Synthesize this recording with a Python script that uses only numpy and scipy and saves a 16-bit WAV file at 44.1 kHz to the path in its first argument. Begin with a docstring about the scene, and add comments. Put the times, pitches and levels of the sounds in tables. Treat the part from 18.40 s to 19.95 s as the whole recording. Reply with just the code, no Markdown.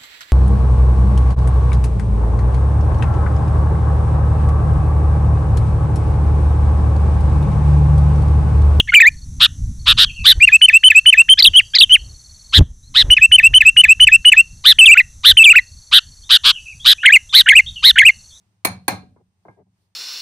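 """A small workshop, heard close in the stereo sound of a phone: a steel hammer strikes a ring on a steel mandrel
that rests on a wooden bench peg. Two blows, the first with a weaker second contact, each sum a noise crack,
decaying steel tones, a peg knock of sinking pitch, a bench boom and a diffuse noise tail of the room.
Then the mandrel is turned and set down: soft knocks of thud, ring and rattle, and dull rubs of shaped noise.
A hand rustles faintly near the end; a low, gently swaying noise of the room runs throughout."""
import sys
import numpy as np
from scipy import signal
from scipy.fft import rfft, irfft, next_fast_len
from scipy.io import wavfile
from scipy.ndimage import map_coordinates

SR = 44100
rng = np.random.default_rng(int(sys.argv[2]) if len(sys.argv) > 2 else 0)


def transcribe(u):
    """Save the signal u as a 16-bit wav file named by the first command-line argument.

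    u: samples, shape (n,) or (channels, n), limited to [-1, 1]; the rate is SR.
    q: integer samples, one column per channel.
    """
    v = np.clip(np.atleast_2d(u).T, -1, 1)
    q = np.round(v * 32767).astype(np.int16)
    wavfile.write(sys.argv[1], SR, q)


N = 68355
T = np.arange(int(.9 * SR)) / SR  # time within one sound event [s]


def amp(db):
    """Decibels to gain."""
    return 10 ** (np.asarray(db) / 20)


def along(points, hz):
    """Read (frequency, value) points at hz, in straight lines on a log-frequency axis."""
    point_hz, values = np.transpose(points)
    return np.interp(np.log(hz + 1), np.log(point_hz + 1), values)


def decay(t60, time):
    """Exponential decay by 60 dB in t60 seconds."""
    return np.exp(-np.log(1000) * time / t60)


def rise(rise_s):
    """Exponential approach to 1 with time constant rise_s."""
    return 1 - np.exp(-T / rise_s)


def fade(t60, rise_s):
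    """Envelope of a struck body: a quick rise times an exponential decay."""
    return decay(t60, T) * rise(rise_s)


def add(out, start_s, sound):
    """Mix sound into out from start_s, cut at the end of the scene."""
    i = round(start_s * SR)
    out[:, i:i + sound.shape[-1]] += sound[..., :N - i]


def wobble(rate, size):
    """A smooth random curve through rate random knots a second."""
    knots = rng.standard_normal(1024)
    return map_coordinates(knots, [np.arange(size) * rate / SR + 2], mode="wrap")


def filtered(x, response):
    """Multiply the spectrum of x by a complex response of frequency."""
    n = x.shape[-1]
    padded = next_fast_len(n + 8192)
    hz = np.fft.rfftfreq(padded, 1 / SR)
    return irfft(rfft(x, padded) * response(hz), padded)[..., :n]


# Likeness of the two channels: (frequency [Hz], left-right correlation [-1 to 1])
CHANNEL_LIKENESS = [(100, .96), (300, 0.63), (500, 0.78), (1000, 0.53), (1400, -0.42), (2300, 0.13),
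                    (4000, -0.081), (6000, 0.057), (8000, 1), (15000, 1)]


def spread(hz):
    """Mid and side shares that give the channels their likeness at each frequency."""
    turn = np.arccos(np.clip(along(CHANNEL_LIKENESS, hz), -1, 1)) / 2
    return np.array([np.cos(turn), np.sin(turn)])


def left_right(mid, side):
    """Sum and difference of mid and side make the left and right channels."""
    return np.array([mid + side, mid - side])


def noise(spectrum, size):
    """Stereo noise coloured by a spectrum and scaled to rms 1 over both channels."""
    white = rng.standard_normal((2, size))
    mid, side = filtered(white, lambda hz: amp(along(spectrum, hz)) * spread(hz))
    pair = left_right(mid, side)
    return pair / pair.std()


# Colour of the room noise: (frequency [Hz], relative level [dB per Hz])
FLOOR_COLOUR = [(25, -17), (50, -15.5), (72, -6), (100, 3.5), (140, -11.5), (190, -4), (245, -20.5),
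                (320, -16.5), (500, -25.5), (850, -21), (1500, -25.5), (4000, -29.5), (8700, -31.5),
                (10000, -37), (12000, -43), (14000, -39.5), (16000, -52.5)]
FLOOR_DB, FLOOR_SWAY_DB = -68, 3.5  # the sway scales a random curve


def background():
    """Low rush of the workshop: coloured noise whose level sways at random."""
    level_db = FLOOR_DB + FLOOR_SWAY_DB * wobble(8, N)
    return amp(level_db) * noise(FLOOR_COLOUR, N)


RIPPLE_DB, RIPPLE_HZ = 2, 68  # countless weak resonances: size of the ripple, spacing of its knots


def uneven(x, tilt_db):
    """Ripple the spectrum of x at random and tilt it by tilt_db per octave about 2 kHz."""
    knots = rng.standard_normal(2048)

    def response(hz):
        ripple = map_coordinates(knots, [hz / RIPPLE_HZ], mode="wrap")
        octaves = np.log2(np.maximum(hz, 500) / 2000)  # the tilt levels off below 500 Hz
        return amp(RIPPLE_DB * ripple + tilt_db * octaves)
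    return filtered(x, response)


# Colour of the contact: (frequency [Hz], relative level [dB per Hz])
CRACK_COLOUR = [(50, -48), (150, -29), (400, -5.5), (950, 3), (1400, -4), (2200, 1.5), (3000, -10.5),
                (4200, -1.5), (5200, -12), (7500, -8.5), (9500, -4.5), (11500, -1), (14500, -8),
                (16000, -16.5)]
CRACK_DB, CRACK_T60 = -13, .03  # [dB], [s]
CONTACT_RISE_S = .0008  # shared by the crack and the steel


def crack(hold_s):
    """The contact itself: a noise burst held while the ring chatters on the steel, then dying."""
    burst = rise(CONTACT_RISE_S) * decay(CRACK_T60, np.maximum(T - hold_s, 0))
    return amp(CRACK_DB) * burst * uneven(noise(CRACK_COLOUR, len(T)), 0)


# Modes of mandrel, ring and hammer head: (frequency [Hz], level struck at spot 0 [dB],
# level struck at spot 1 [dB], level laid on the peg [dB], t60 before any stretch [s])
STEEL_MODES = [(743, -34, -27, -38, .32), (820, -27, -21, -38, .2), (968, -30, -26, -34, .14),
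               (1069, -30, -30, -35, .11), (1615, -37, -29, -31, .25), (1777, -27, -30, -45, .13),
               (2115, -33, -28, -33, .19), (2508, -33, -33, -60, .17), (2294, -25, -37, -48, .21),
               (2360, -31, -29, -48, .25), (4133, -37, -30, -70, .22), (4230, -26, -31, -70, .27),
               (6620, -35, -38, -90, .23), (9612, -27, -37, -90, .17), (12862, -41, -33, -90, .12)]
ROOM_SCATTER, SCATTER_RATE = .55, 100  # share of blur in each tone, blur knots per second
BITE_DB, BITE_T60 = 6, .045  # the ringing is strongest while the hammer still presses


def steel(contact, stretch):
    """Decaying modes for contact 0, 1 (struck) or 2 (laid down), each randomly blurred by the room."""
    out = np.zeros((2, len(T)))
    bite = amp(BITE_DB) * fade(BITE_T60, CONTACT_RISE_S)
    direct = np.array([[1], [1j]])  # the side is a quarter cycle from the mid
    for hz, *levels_db, t60 in STEEL_MODES:
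        blur = np.array([wobble(SCATTER_RATE, len(T)) + 1j * wobble(SCATTER_RATE, len(T)) for _ in range(2)])
        mid, side = spread(hz)[:, None] * (direct + ROOM_SCATTER * blur)
        envelope = fade(t60 * stretch, CONTACT_RISE_S) + bite
        tone = np.exp(2j * np.pi * hz * T) * envelope
        out += amp(levels_db[contact]) * np.imag(left_right(mid, side) * tone)
    return out


# The workshop's answer: (frequency [Hz], relative level [dB per Hz])
ROOM_COLOUR = [(40, -27), (100, -4.5), (300, -0.5), (520, -2), (850, 3), (1300, 0.5), (1900, -6),
               (2350, -3), (3000, -17), (3700, -10.5), (4250, -6.5), (4900, -16), (6600, -10.5),
               (7500, -14.5), (9500, -15.5), (12000, -19.5), (14500, -18.5), (16000, -40.5)]
# Decay of that answer: (frequency [Hz], t60 [s])
ROOM_DECAY = [(100, 0.88), (300, 0.21), (800, 0.24), (2000, .24), (4300, .27), (6500, 0.19), (9500, .2),
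              (14000, 0.16)]
ROOM_SWELL_CYCLES = 0.44  # low notes take longer to build up in the room
ROOM_RISE_S = .005


def room(tilt_db):
    """Diffuse tail: noise in which each frequency builds up and dies at its own speed."""
    source = uneven(noise(ROOM_COLOUR, len(T)), tilt_db)
    hz, frame_s, bins = signal.stft(source, SR, nperseg=256)
    half_bin = hz[1] / 2  # lets the lowest bin swell too
    swell = 1 - np.exp(-frame_s * (hz[:, None] + half_bin) / ROOM_SWELL_CYCLES)
    dying = decay(along(ROOM_DECAY, hz)[:, None], frame_s)
    tail = signal.istft(bins * swell * dying, SR, nperseg=256)[1]
    return tail[:, :len(T)] * rise(ROOM_RISE_S)


PEG_HZ, PEG_T60, PEG_RISE_S = 275.4, 0.019, 0.0012
PEG_SAG, PEG_SAG_S = 0.34, .003  # share by which the knock starts higher, and time in which it sinks


def peg():
    """One short wooden knock: a decaying sine that sinks in pitch."""
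    hz = PEG_HZ * (1 + PEG_SAG * np.exp(-T / PEG_SAG_S))
    return np.sin(2 * np.pi * np.cumsum(hz) / SR) * fade(PEG_T60, PEG_RISE_S)


# Modes of bench and floor: (frequency [Hz], mean level [dB], t60 [s])
BENCH_MODES = [(88.36, -39, .5), (104.2, -30, 0.35), (133.6, -38, .42), (183.3, -30.5, 0.41),
               (198.4, -30.5, .33), (261.4, -36.5, .25)]
BENCH_RISE_S = 0.015


def bench():
    """Slow low boom: decaying modes with random phases and slightly random levels."""
    boom = np.zeros(len(T))
    for hz, db, t60 in BENCH_MODES:
        tone = np.sin(2 * np.pi * (hz * T + rng.random()))
        boom += amp(db + rng.normal(0, 1)) * tone * fade(t60, BENCH_RISE_S)
    return boom * rise(BENCH_RISE_S)  # a second rise softens the start


# Hammer contacts: (time [s], level [dB], time the ring chatters on the steel [s], striking spot [0 or 1],
# peg and bench level relative to the contact [dB], tail level [dB], tail tilt [dB per octave])
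HAMMER_CONTACTS = [(0.2483, 0, 0.0075, 0, 0.5, -1, -0.5), (0.2697, -10, .002, 0, -10, -4, 0),
                   (0.4799, 1, .0025, 1, -1, 0, -0.35)]
STEEL_DB, ROOM_DB, PEG_DB, BENCH_DB = -4, -22, -8.5, 1
PEG_DELAY_S, BENCH_DELAY_S = .0015, .006


def hammer():
    """Each contact cracks and rings the steel, stirs the room, then knocks the peg and booms the bench."""
    out = np.zeros((2, N))
    for start_s, db, chatter_s, spot, wood_db, tail_db, tilt_db in HAMMER_CONTACTS:
        ringing = amp(STEEL_DB) * steel(spot, 1)
        tail = amp(ROOM_DB + tail_db) * room(tilt_db)
        add(out, start_s, amp(db) * (crack(chatter_s) + ringing + tail))
        add(out, start_s + PEG_DELAY_S, amp(db + wood_db + PEG_DB) * peg())
        add(out, start_s + BENCH_DELAY_S, amp(db + wood_db + BENCH_DB) * bench())
    return out


# The mandrel settling on the peg: (time [s], thud level [dB], steel ring level [dB],
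# wooden rattle level [dB], bench level [dB])
KNOCK_EVENTS = [(.528, -34, -18.5, -34.5, -17), (0.7624, -52.5, -48, -53, -37),
                (1.0514, -40.5, -46, -43.5, -28), (1.0832, -33, -28.5, -42.5, -26)]
# Colour of the wooden rattle: (frequency [Hz], relative level [dB per Hz])
RATTLE_COLOUR = [(50, -35), (120, 10.5), (220, -5.5), (380, 9), (600, -4), (950, 2.5), (1250, -11),
                 (1500, -9), (2200, -33.5), (3000, -49), (8000, -76)]
THUD_HZ, THUD_T60, THUD_RISE_S, THUD_TOP_HZ = 720, .009, 0.00089, 2260
RATTLE_T60, RATTLE_RISE_S = 0.14, 0.00077
KNOCK_RING_STRETCH = 1.25  # factor on the steel's t60


def handling():
    """Steel set down on wood: a low-passed sine thud, a faint ring, a noise rattle and a little boom."""
    out = np.zeros((2, N))
    low_pass = signal.butter(4, THUD_TOP_HZ, fs=SR, output="sos")
    for start_s, thud_db, ring_db, rattle_db, bench_db in KNOCK_EVENTS:
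        thud = np.sin(2 * np.pi * THUD_HZ * T) * fade(THUD_T60, THUD_RISE_S)
        thud = signal.sosfilt(low_pass, thud)
        thud /= np.abs(thud).max()
        rattle = noise(RATTLE_COLOUR, len(T)) * fade(RATTLE_T60, RATTLE_RISE_S)
        knock = amp(thud_db) * thud + amp(rattle_db) * rattle
        knock = knock + amp(ring_db) * steel(2, KNOCK_RING_STRETCH) + amp(bench_db) * bench()
        add(out, start_s, knock)
    return out


# The mandrel shifting on the peg: (time [s], length [s], mean level [dB], bench level [dB])
SCUFF_EVENTS = [(0.619, 0.042, -56.5, -33), (0.791, 0.035, -60, -35), (1.159, 0.076, -52.5, -26),
                (1.252, 0.0407, -71, -36)]
# Colour of the rubbing: (frequency [Hz], relative level [dB per Hz])
SCUFF_COLOUR = [(50, -30), (120, 8), (230, -5), (390, 11.5), (520, -1), (800, 2.5), (1050, -10.5),
                (1400, -24), (2200, -25), (3000, -68), (8000, -53)]


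def scuffs():
    """Dull rubs of the mandrel on wood: half-sine swells of flickering noise that stir the bench midway."""
    out = np.zeros((2, N))
    for start_s, length_s, db, bench_db in SCUFF_EVENTS:
        stroke = np.sin(np.pi * np.minimum(T / length_s, 1))
        level_db = db + 1.2 * wobble(190, len(T))
        add(out, start_s, amp(level_db) * stroke * noise(SCUFF_COLOUR, len(T)))
        add(out, start_s + length_s / 2, amp(bench_db) * bench())
    return out


# Colour of skin and sleeve: (frequency [Hz], relative level [dB per Hz])
RUSTLE_COLOUR = [(100, -18), (350, 14), (1000, -15), (2500, -11), (4500, 5.5), (7000, -11), (11000, -3.5),
                 (14000, -5.5), (16000, -22)]
RUSTLE_S, RUSTLE_WIDTH_S, RUSTLE_DB = 1.433, 0.035, -78  # centre, standard deviation, peak gain


def rustle():
    """The hand moves on the steel: a faint bell-shaped swell of noise."""
    offset = (np.arange(N) / SR - RUSTLE_S) / RUSTLE_WIDTH_S
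    return amp(RUSTLE_DB) * np.exp(-offset ** 2 / 2) * noise(RUSTLE_COLOUR, N)


def scene():
    """Room noise, blows, handling, rubs and rustle together."""
    return background() + hammer() + handling() + scuffs() + rustle()


# Balance of the stereo sound: (frequency [Hz], left minus right [dB])
STEREO_BALANCE = [(100, 0.5), (230, -0.5), (520, 3), (800, 3), (1200, -1.2), (2400, 0), (4400, -3),
                  (8000, 0)]
TREBLE_LAG_S, LAG_FROM_HZ, LAG_KNEE_HZ = .000211, 4740, 300  # the treble comes later at the left
BASS_LAG_S, BASS_LAG_HZ = 0.0073, 199.7  # the bass arrives a little after the crack
LOW_CUT_HZ, TOP_HZ = 55, 16300


def record(dry):
    """The phone's stereo sound: tilted balance, later bass, later treble at the left, limited band."""
    def response(hz):
        # each phase is the integral of its delay over frequency
        treble_cycles = TREBLE_LAG_S * LAG_KNEE_HZ * np.logaddexp(0, (hz - LAG_FROM_HZ) / LAG_KNEE_HZ)
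        bass_cycles = BASS_LAG_S * BASS_LAG_HZ * np.arctan(hz / BASS_LAG_HZ)
        left_lag = np.exp(-2j * np.pi * treble_cycles)
        late_bass = np.exp(-2j * np.pi * bass_cycles)
        tilt = amp(along(STEREO_BALANCE, hz) / 2)
        s = 1j * hz / LOW_CUT_HZ
        low_cut = s * s / (s * s + s + 1)
        high_cut = 1 / np.sqrt(1 + (hz / TOP_HZ) ** 160)
        return np.array([tilt * left_lag, 1 / tilt]) * late_bass * low_cut * high_cut
    return filtered(dry, response)


dry = scene()
out = record(dry)
transcribe(out)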